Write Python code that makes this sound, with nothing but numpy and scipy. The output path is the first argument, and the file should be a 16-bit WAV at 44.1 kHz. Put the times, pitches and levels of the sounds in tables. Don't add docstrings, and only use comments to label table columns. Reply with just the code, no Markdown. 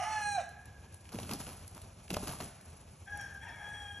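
import sys
import numpy as np
from scipy import signal
from scipy.fft import rfft, irfft
from scipy.io import wavfile

SR = 44100
rng = np.random.default_rng(int(sys.argv[2]) if len(sys.argv) > 2 else 0)


def wrap_up_sound(samples):
    columns = np.atleast_2d(samples).T
    tamed = np.clip(columns, -1, 1)
    steps = np.round(tamed * 32767).astype(np.int16)
    wavfile.write(sys.argv[1], SR, steps)


N = 176400

# (time [s], air push level [dB], feather swish level [dB], fade time [s])
WING_STROKES = [(1.128, -56, -49.5, 0.039), (1.153, -40, -48.5, 0.016), (1.202, -51, -50.5, 0.042),
                (1.226, -50, -58, 0.032), (1.276, -51, -56, 0.012), (1.307, -46.5, -49.5, 0.012),
                (1.323, -45, -47, 0.012), (1.344, -42, -46.5, 0.014), (1.406, -46.5, -42.5, 0.018),
                (1.487, -47.5, -46.5, 0.028), (1.527, -84, -59.5, 0.17), (1.769, -56.5, -53, 0.019),
                (2.114, -42, -44, 0.0051), (2.144, -38.5, -54, 0.01), (2.175, -43.5, -45, 0.0039),
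                (2.202, -48, -70, 0.013), (2.236, -44, -45, 0.017), (2.28, -43.5, -42.5, 0.029),
                (2.296, -52.5, -51.5, 0.033), (2.323, -56, -54, 0.058), (2.411, -50, -42.5, 0.0078),
                (2.427, -46.5, -48.5, 0.028)]
# (frequency [Hz], level [dB])
PUSH_TONE = [(15, -50), (35, -5), (70, -0.5), (150, 2), (260, -1), (450, -7.5), (900, -56), (3000, -61)]
SWISH_TONE = [(100, 3.5), (350, 2.5), (650, 5.5), (1300, 4), (1900, -6.5), (2700, -3.5), (3700, -6),
              (5200, -5.5), (8500, -7.5), (10800, 2), (12500, -12.5), (15500, -85)]
def wing_strokes(rise_s=.011, flutter_db=4.0):
    push = sum(amp(db) * burst(s, rise_s, fade) for s, db, _, fade in WING_STROKES)
    swish = sum(amp(db) * burst(s, rise_s, fade) for s, _, db, fade in WING_STROKES)
    flutter = unit(amp(flutter_db * drift(N, hz=356)))
    return push * noise(PUSH_TONE) + swish * flutter * fight_noise(SWISH_TONE)


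# (time [s], snap level [dB], quill tick level [dB], thud level [dB])
WING_SLAPS = [(1.054, -51, -62, -61), (1.091, -50.5, -51, -58), (1.187, -39.5, -52, -38.5),
              (1.231, -44.5, -44.5, -50), (1.293, -39.5, -46, -43), (1.313, -38, -36, -52),
              (1.323, -48, -53, -46), (1.335, -53, -32, -45), (1.414, -51, -51, -54),
              (1.467, -45, -56, -42), (2.08, -50, -59, -71), (2.104, -32.5, -39, -41.5),
              (2.131, -57, -39, -44), (2.14, -44, -34.5, -37.5), (2.144, -36.5, -41, -68),
              (2.167, -44.5, -35, -28.5), (2.23, -53, -45, -60), (2.273, -45.5, -40, -49),
              (2.295, -42.5, -60, -47), (2.403, -40, -58, -39.5)]
# (frequency [Hz], level [dB])
SNAP_TONE = [(300, -27), (1000, -7), (1900, -0.5), (2700, 5.5), (4000, -2), (6000, -10), (9000, -7),
             (15500, -48)]
TICK_TONE = [(1000, -20), (3000, -16), (5000, 4), (7000, -5.5), (9000, -4), (11000, 3), (13000, -13),
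             (15500, -44)]
THUD_TONE = [(20, -58), (80, 7.5), (250, -6), (600, 8), (1000, -4.5), (1500, -4.5), (3000, -78),
             (8000, -55)]
def wing_slaps(rise_s=.00033, snap_s=.0028, thud_s=.006):
    snap = sum(amp(db) * burst(s + rise_s, rise_s, snap_s) for s, db, _, _ in WING_SLAPS)
    tick = sum(amp(db) * burst(s + rise_s, rise_s, snap_s) for s, _, db, _ in WING_SLAPS)
    thud = sum(amp(db) * burst(s + 2 * rise_s, rise_s, thud_s) for s, _, _, db in WING_SLAPS)
    return snap * fight_noise(SNAP_TONE) + tick * fight_noise(TICK_TONE) + thud * noise(THUD_TONE)


def wing_claps(pitch_hz=720, swell_s=.0013, gain_db=-4):
    t = np.arange(SR // 20) / SR
    swell = (t / swell_s) * np.exp(1 - t / swell_s)
    damping = np.exp(-t / (2 * swell_s))
    pop = np.sin(2 * np.pi * pitch_hz * t) * swell * damping
    out = np.zeros(N)
    for s, _, _, thud_db in WING_SLAPS:
        out[round(s * SR):][:len(t)] += amp(thud_db + gain_db) * pop
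    return out


# (time [s], pitch [Hz], level [dB])
DOWNSTROKES = [(1.336, 174, -35), (2.114, 260, -32.5), (2.13, 178, -30.5), (2.208, 150, -41),
               (2.233, 294, -35), (2.411, 222, -35), (2.428, 236, -41)]
def wing_whumps(half_length_cycles=.71):
    t = np.arange(N) / SR
    out = np.zeros(N)
    for s, hz, db in DOWNSTROKES:
        cycles = (t - s) * hz
        out += amp(db) * np.sin(2 * np.pi * cycles) * np.exp(-(cycles / half_length_cycles) ** 2)
    return out


# (time [s], level [dB])
RUSTLE_LEVEL = [(0, -74), (1.05, -67.5), (1.199, -53), (1.34, -54.5), (1.5, -54), (1.6, -61.5), (1.8, -63),
                (2.0, -65), (2.12, -54.5), (2.31, -49), (2.46, -52.5), (2.578, -64.5), (3.003, -65.5),
                (4, -65)]
# (frequency [Hz], level [dB])
LEAF_TONE = [(500, -11), (2000, -24), (4500, -1.5), (7000, 1.5), (9000, 5.5), (10800, 11.5), (12000, -17),
             (14000, -80), (16000, -45)]
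def leaf_rustle(cracks_per_s=1900, spread_db=.5, clump_db=3.0):
    strength = amp(spread_db * np.minimum(rng.exponential(1, N), 4))
    cracks = strength * rng.choice([-1, 1], N) * (rng.random(N) < cracks_per_s / SR)
    clumps = amp(clump_db * drift(N, hz=35))
    level_db = np.interp(np.arange(N) / SR, *np.transpose(RUSTLE_LEVEL))
    return unit(colour(cracks * clumps, LEAF_TONE)) * amp(level_db)


# (time [s], level [dB])
TWIG_CRACKS = [(.216, -45.5), (0.491, -48.5), (.656, -50.5), (0.924, -54), (0.943, -45.5), (1.678, -43),
               (1.712, -53), (1.748, -45), (1.777, -50), (1.817, -44.5), (2.611, -51), (3.173, -42.5),
               (3.212, -46), (3.345, -54), (3.688, -56)]
# (frequency [Hz], level [dB])
TWIG_TONE = [(500, -11), (1500, -11), (2500, -6.5), (4500, -0.5), (7000, -1), (9000, 11), (10800, 11.5),
             (12000, -6), (14000, -56)]
def twig_cracks(rise_s=.00033, fade_s=.004):
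    return noise(TWIG_TONE) * sum(amp(db) * burst(s + rise_s, rise_s, fade_s) for s, db in TWIG_CRACKS)


# (frequency [Hz], likeness [0 to 1])
FIGHT_LIKENESS = [(20, 1), (500, 0.98), (1800, 1), (4000, .89), (5200, .87), (5900, 0.67), (7200, 0.87),
                  (9000, 0.99), (10200, 0.94), (13000, 0.89)]
def fight_noise(tone):
    return pair(noise(tone), noise(tone), FIGHT_LIKENESS)


LEAD_S = .3
# (time [s], pitch [Hz], clear level [dB], hoarse level [dB], brightness [dB per octave])
NEAR_CROW = [(-.25, 808.6, -46.5, -67.5, 11), (.04, 832, -44.5, -40.5, -7), (.058, 862, -40.5, -44.5, -4.5),
             (.13, 870, -37.5, -46, -0.5), (.195, 840.4, -39, -48, -1), (.24, 831, -35.5, -54, -0.5),
             (.3, 823.4, -37.5, -65, 1.5), (.338, 805.5, -39, -68, 2), (.358, 803.7, -32.5, -56, -1),
             (.373, 755, -37.5, -68, -5), (.385, 719, -29, -46.5, -24), (.403, 661, -37, -52, 1),
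             (.416, 526, -50, -61, 9)]
# (frequency [Hz], level [dB])
NEAR_CLEAR_TONE = [(500, 31), (830, 5.5), (1680, 1), (2500, -7), (3300, -26), (3750, -0.5), (4150, -7),
                   (4950, -23), (5750, -10.5), (6600, -12.5), (7450, -19.5), (8250, -4.5), (9100, -16),
                   (10000, -16), (11500, -37), (15000, -90)]
NEAR_HOARSE_TONE = [(300, -33), (560, -8.5), (720, 5.5), (1000, -6.5), (1250, 0.5), (1600, -4), (2200, -5),
                    (2950, -6), (3700, -25), (4300, -16), (4800, -21), (5500, -7.5), (6500, -13),
                    (7700, -24), (8700, -7), (10500, -16), (13000, -72)]
NEAR_ECHO_TONE = [(500, -12), (710, -7), (830, 0), (1650, .5), (2500, -1), (4000, -3), (8000, 0)]
# (frequency [Hz], left minus right [dB])
NEAR_SIDE = [(100, 31), (750, -5), (1300, -.5), (2400, -2), (8000, 0.5)]
def near_rooster(second_hz=717, second_db=-37.5, second_fade_s=.048, echo_db=-5.5):
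    voice = crow(NEAR_CROW, NEAR_CLEAR_TONE, NEAR_HOARSE_TONE,
                 wobble=.002, hoarse_wobble=.02, tremble_db=.8, growl_db=-2)
    t = np.arange(len(voice)) / SR - LEAD_S
    second = wavering_tone(second_hz, len(t), wobble=.0337, wobble_hz=79)
    fade = 1 / (1 + (np.maximum(t, 0) / second_fade_s) ** 3)
    voice = voice + amp(second_db) * second * fade
    echo = woods(colour(voice, NEAR_ECHO_TONE), build_s=.029, early_db=13, early_s=.046)
    left, right = (voice + amp(echo_db) * echo)[:, -N:]
    lean = amp(read(NEAR_SIDE, freqs(left)) / 2)
    return np.array([irfft(rfft(left) * lean, N), irfft(rfft(right) / lean, N)])


# (time [s], pitch [Hz], clear level [dB], hoarse level [dB], brightness [dB per octave])
OPENING_NOTE = [(3.05, 782, -76, -72, 15), (3.08, 796, -46, -47, -6), (3.105, 836.4, -51.5, -62, -1),
                (3.135, 824, -36, -58, -4), (3.17, 831.3, -43.5, -50, -2), (3.21, 804.6, -37.5, -50, 2),
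                (3.255, 792, -54.5, -55, 2), (3.305, 797, -55, -54.5, -1), (3.355, 789, -46.5, -65, 0.5),
                (3.378, 780, -59, -72, -19)]
HELD_NOTE = [(3.398, 819, -64, -56, 0), (3.422, 834, -51.5, -48.5, 6.5), (3.49, 833, -60.5, -48.5, 2),
             (3.56, 836.6, -60, -56, 6), (3.6, 822, -48, -51, -4), (3.635, 830.5, -44, -43.5, -2),
             (3.69, 834, -47.5, -56, 4), (3.76, 828.8, -46.5, -52, 3), (3.89, 815, -45, -59, 3),
             (4.0, 816.7, -48, -67, 2)]
CRACKED_NOTE = [(3.41, 852, -55, -75, -3), (3.435, 894.4, -43.5, -70, -8), (3.462, 959, -50.5, -72, -4),
                (3.497, 910, -44.5, -66, 4), (3.53, 882, -64, -63, 2), (3.58, 945, -55, -78, 2.5),
                (3.61, 919, -68, -80, 0), (3.68, 880, -50, -78, -4)]
# (frequency [Hz], level [dB])
OPENING_TONE = [(500, -8), (820, -10), (1650, 0.5), (2430, -33), (3220, -21.5), (4050, -51), (4900, -29),
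                (5700, -17.5), (6500, -23), (7300, -32), (8200, -33), (10000, -28), (14000, -70)]
HELD_TONE = [(500, -3), (830, 0), (1650, 1), (2450, -22), (3150, 2), (3400, -9), (4100, -46), (4950, -47),
             (5750, -21.5), (6600, -66), (7400, -27), (8250, -17.5), (10000, -65), (14000, -84)]
CRACKED_TONE = [(900, 4), (1850, -5), (2750, -31), (3600, -28), (4700, -31), (5650, -20), (6500, -45),
                (14000, -72)]
FAR_HOARSE_TONE = [(300, -57), (600, 0.5), (850, 9.5), (1050, -7.5), (1350, -1.5), (1750, 8), (2000, -16),
                   (2350, -3), (2900, -27), (3350, 0), (3800, -61), (5000, -38), (5700, -11), (6200, -32),
                   (9000, -35), (13000, -66)]
# (frequency [Hz], level [dB])
GROUND_BOUNCE = [(300, -14), (820, -7), (1300, -20), (1700, 2), (3300, -0.5), (8000, -2.5)]
def far_rooster(direct_db=-2.5, echo_db=-6.5, lean_left_db=1.36):
    opening = crow(OPENING_NOTE, OPENING_TONE, FAR_HOARSE_TONE,
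                   wobble=.004, hoarse_wobble=.012, tremble_db=1.4, growl_db=-5)
    held = crow(HELD_NOTE, HELD_TONE, FAR_HOARSE_TONE,
                wobble=.003, hoarse_wobble=.012, tremble_db=1.4, growl_db=-4)
    cracked = crow(CRACKED_NOTE, CRACKED_TONE, FAR_HOARSE_TONE,
                   wobble=.012, hoarse_wobble=.02, tremble_db=2.5, growl_db=-4)
    voice = opening + held + cracked + squeal(len(held))
    direct = amp(direct_db) * colour(voice, GROUND_BOUNCE)
    echo = amp(echo_db) * woods(voice, build_s=.01, early_db=.5, early_s=.037)
    return (direct + echo)[:, -N:] * amp([[lean_left_db], [-lean_left_db]])


# (time [s], pitch [Hz], level [dB])
SQUEAL_NOTE = [(3.455, 2900, -83), (3.47, 2770, -59), (3.5, 2350, -65), (3.53, 2320, -66),
               (3.56, 2260, -63), (3.582, 2150, -61), (3.61, 2080, -79)]
def squeal(size):
    t = np.arange(size) / SR - LEAD_S
    times, hz, db = np.transpose(SQUEAL_NOTE)
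    whistle = wavering_tone(np.interp(t, times, hz), size, wobble=.01, wobble_hz=150)
    return whistle * amp(np.interp(t, times, db)) * (t > times[0]) * (t < times[-1])


def crow(note, clear_tone, hoarse_tone, wobble, hoarse_wobble, tremble_db, growl_db, fade_s=.02):
    t = np.arange(-round(LEAD_S * SR), N) / SR
    times, *columns = np.transpose(note)
    on = (t >= times[0]) & (t <= times[-1] + fade_s)
    hz, clear_db, hoarse_db, brightness = (np.interp(t[on], times, column) for column in columns)
    size = len(hz)
    hoarse_share = amp(hoarse_db) / (amp(hoarse_db) + amp(clear_db))
    bend = wobble * drift(size, hz=58) + hoarse_wobble * hoarse_share * drift(size, hz=169)
    cycles = np.cumsum(hz * (1 + bend)) / SR
    harmonic = np.arange(1, 16)[:, None]
    gains = amp(read(clear_tone, harmonic * hz) + brightness * np.log2(harmonic))
    uneven_cycles = cycles + .002 * drift(size, hz=350)
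    clear = (gains * np.sin(2 * np.pi * harmonic * uneven_cycles)).sum(0)
    clear /= np.sqrt((gains ** 2).sum(0) / 2)
    slipping_cycles = cycles + np.cumsum(hz * .027 * drift(size, hz=104)) / SR
    growl = np.sin(2 * np.pi * (harmonic + .5) * slipping_cycles).sum(0)
    puffs = (1 + np.cos(2 * np.pi * cycles)) * rng.standard_normal(size)
    hoarse = unit(colour(amp(growl_db) * unit(growl) + unit(puffs), hoarse_tone))
    soft_ends = np.clip(np.minimum(t[on] - t[on][0], t[on][-1] - t[on]) / fade_s, 0, 1)
    tremble = amp(tremble_db * drift(size, hz=102))
    out = np.zeros(len(t))
    out[on] = soft_ends * (amp(clear_db) * clear + amp(hoarse_db) * hoarse) * tremble
    return out


# (frequency [Hz], level [dB])
ECHO_TONE = [(100, 10), (450, -14.5), (700, 3), (900, -6.5), (1700, -0.5), (3300, 1), (8000, 0.5)]
# (frequency [Hz], time to fade by 60 dB [s])
ECHO_LENGTH = [(100, .45), (750, 1.0), (1200, 1.3), (1700, 2.0), (2500, 1.1), (4000, .85), (8000, .5),
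               (14000, .3)]
# (frequency [Hz], likeness [0 to 1])
ECHO_LIKENESS = [(20, 1), (200, 1), (600, 0.58), (1300, 0.85), (1700, 1), (3500, 0.98), (16000, 1)]
def woods(x, build_s, early_db, early_s):
    t = np.arange(3 * SR // 2) / SR
    bounces = rng.standard_normal((2, len(t))) * (rng.random((2, len(t))) < .1)
    bounces *= np.minimum(t / build_s, 1) * (1 + amp(early_db) * np.exp(-t / early_s))
    hz, age_s, bands = signal.stft(bounces, SR, nperseg=256)
    level_db = read(ECHO_TONE, hz)[:, None] - 60 * age_s / read(ECHO_LENGTH, hz)[:, None]
    tail = signal.istft(bands * amp(level_db), SR, nperseg=256)[1]
    echo = pair(*tail, ECHO_LIKENESS) / np.linalg.norm(tail[0])
    return signal.fftconvolve(x[None], echo, axes=1)[:, :len(x)]


# (frequency [Hz], level [dB])
AIR_TONE = [(20, -55), (30, -17), (42, -8), (60, -0.5), (88, 6), (115, -3), (180, -5.5), (300, -15.5),
            (700, -15.5), (1300, -22.5), (1900, -31), (2400, -23), (4000, -31.5), (7000, -28), (9000, -39),
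            (10700, -29), (11600, -35), (12500, -92), (16000, -70)]
# (frequency [Hz], likeness [0 to 1])
AIR_LIKENESS = [(20, 1), (180, 1), (450, 0.64), (900, 0.81), (1300, 0.46), (1700, 1), (3500, 0.86),
                (16000, 0.94)]
def outdoor_air(rumble_db=-54, swell_db=2.0, hum_hz=89.3, hum_db=-69.5):
    hum = wavering_tone(hum_hz, N, wobble=.0327, wobble_hz=6.66)
    hum = unit(hum * (1 + .75 * drift(N, hz=2.3)))
    rumble = pair(noise(AIR_TONE), noise(AIR_TONE), AIR_LIKENESS)
    swell = amp(swell_db * drift(N, hz=15))
    return amp(rumble_db) * rumble * swell + amp(hum_db) * hum


def amp(db):
    return 10 ** (np.asarray(db) / 20)


def unit(x):
    return x / np.sqrt(np.mean(x ** 2) + 1e-20)


def read(table, hz):
    row_hz, value = np.transpose(table)
    return np.interp(np.log(hz + 1), np.log(row_hz + 1), value)


def freqs(x):
    return np.fft.rfftfreq(x.shape[-1], 1 / SR)


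def colour(x, tone):
    return irfft(rfft(x) * amp(read(tone, freqs(x))), x.shape[-1])


def noise(tone):
    return unit(colour(rng.standard_normal(N), tone))


def drift(size, hz):
    x = rng.standard_normal(size)
    return unit(irfft(rfft(x) / (1 + (freqs(x) / hz) ** 4), size))


def wavering_tone(hz, size, wobble, wobble_hz):
    cycles = np.cumsum(hz * (1 + wobble * drift(size, wobble_hz))) / SR
    return np.sqrt(2) * np.sin(2 * np.pi * cycles)


def pair(left, other, likeness):
    shared = np.clip(read(likeness, freqs(left)), -1, 1)
    right = irfft(shared * rfft(left) + np.sqrt(1 - shared ** 2) * rfft(other), len(left))
    return np.array([left, right])


def burst(peak_s, rise_s, fade_s):
    t = np.arange(N) / SR - peak_s
    return np.exp(-np.minimum(np.where(t < 0, (t / rise_s) ** 2, t / fade_s), 60))


def scene():
    wings = wing_strokes() + wing_slaps() + wing_claps() + wing_whumps()
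    fight = wings + leaf_rustle() + twig_cracks()
    echo = amp(-10) * woods(fight[0], build_s=.011, early_db=-3, early_s=.024)
    return fight + echo + near_rooster() + far_rooster() + outdoor_air()


# (frequency [Hz], lead [radians])
LEFT_LEAD = [(0, 0), (600, -.25), (1700, 0), (2700, .7), (4000, .7), (4500, 1.5), (4860, 3.14), (5200, 5.1),
             (5600, 6.2), (6200, 6.3), (7500, 8.0), (8700, 9.3), (9400, 9.5), (11000, 11.2), (11900, 12.5)]
TREBLE_LIMIT_HZ = 15700
def record(dry):
    shift = np.exp(.5j * np.interp(freqs(dry), *np.transpose(LEFT_LEAD)))
    shifted = irfft(rfft(dry) * np.array([shift, 1 / shift]), N)
    treble_cut = signal.firwin(511, TREBLE_LIMIT_HZ, window=("kaiser", 9), fs=SR)
    return signal.oaconvolve(shifted, treble_cut[None], "same")


dry = scene()
out = record(dry)
wrap_up_sound(out)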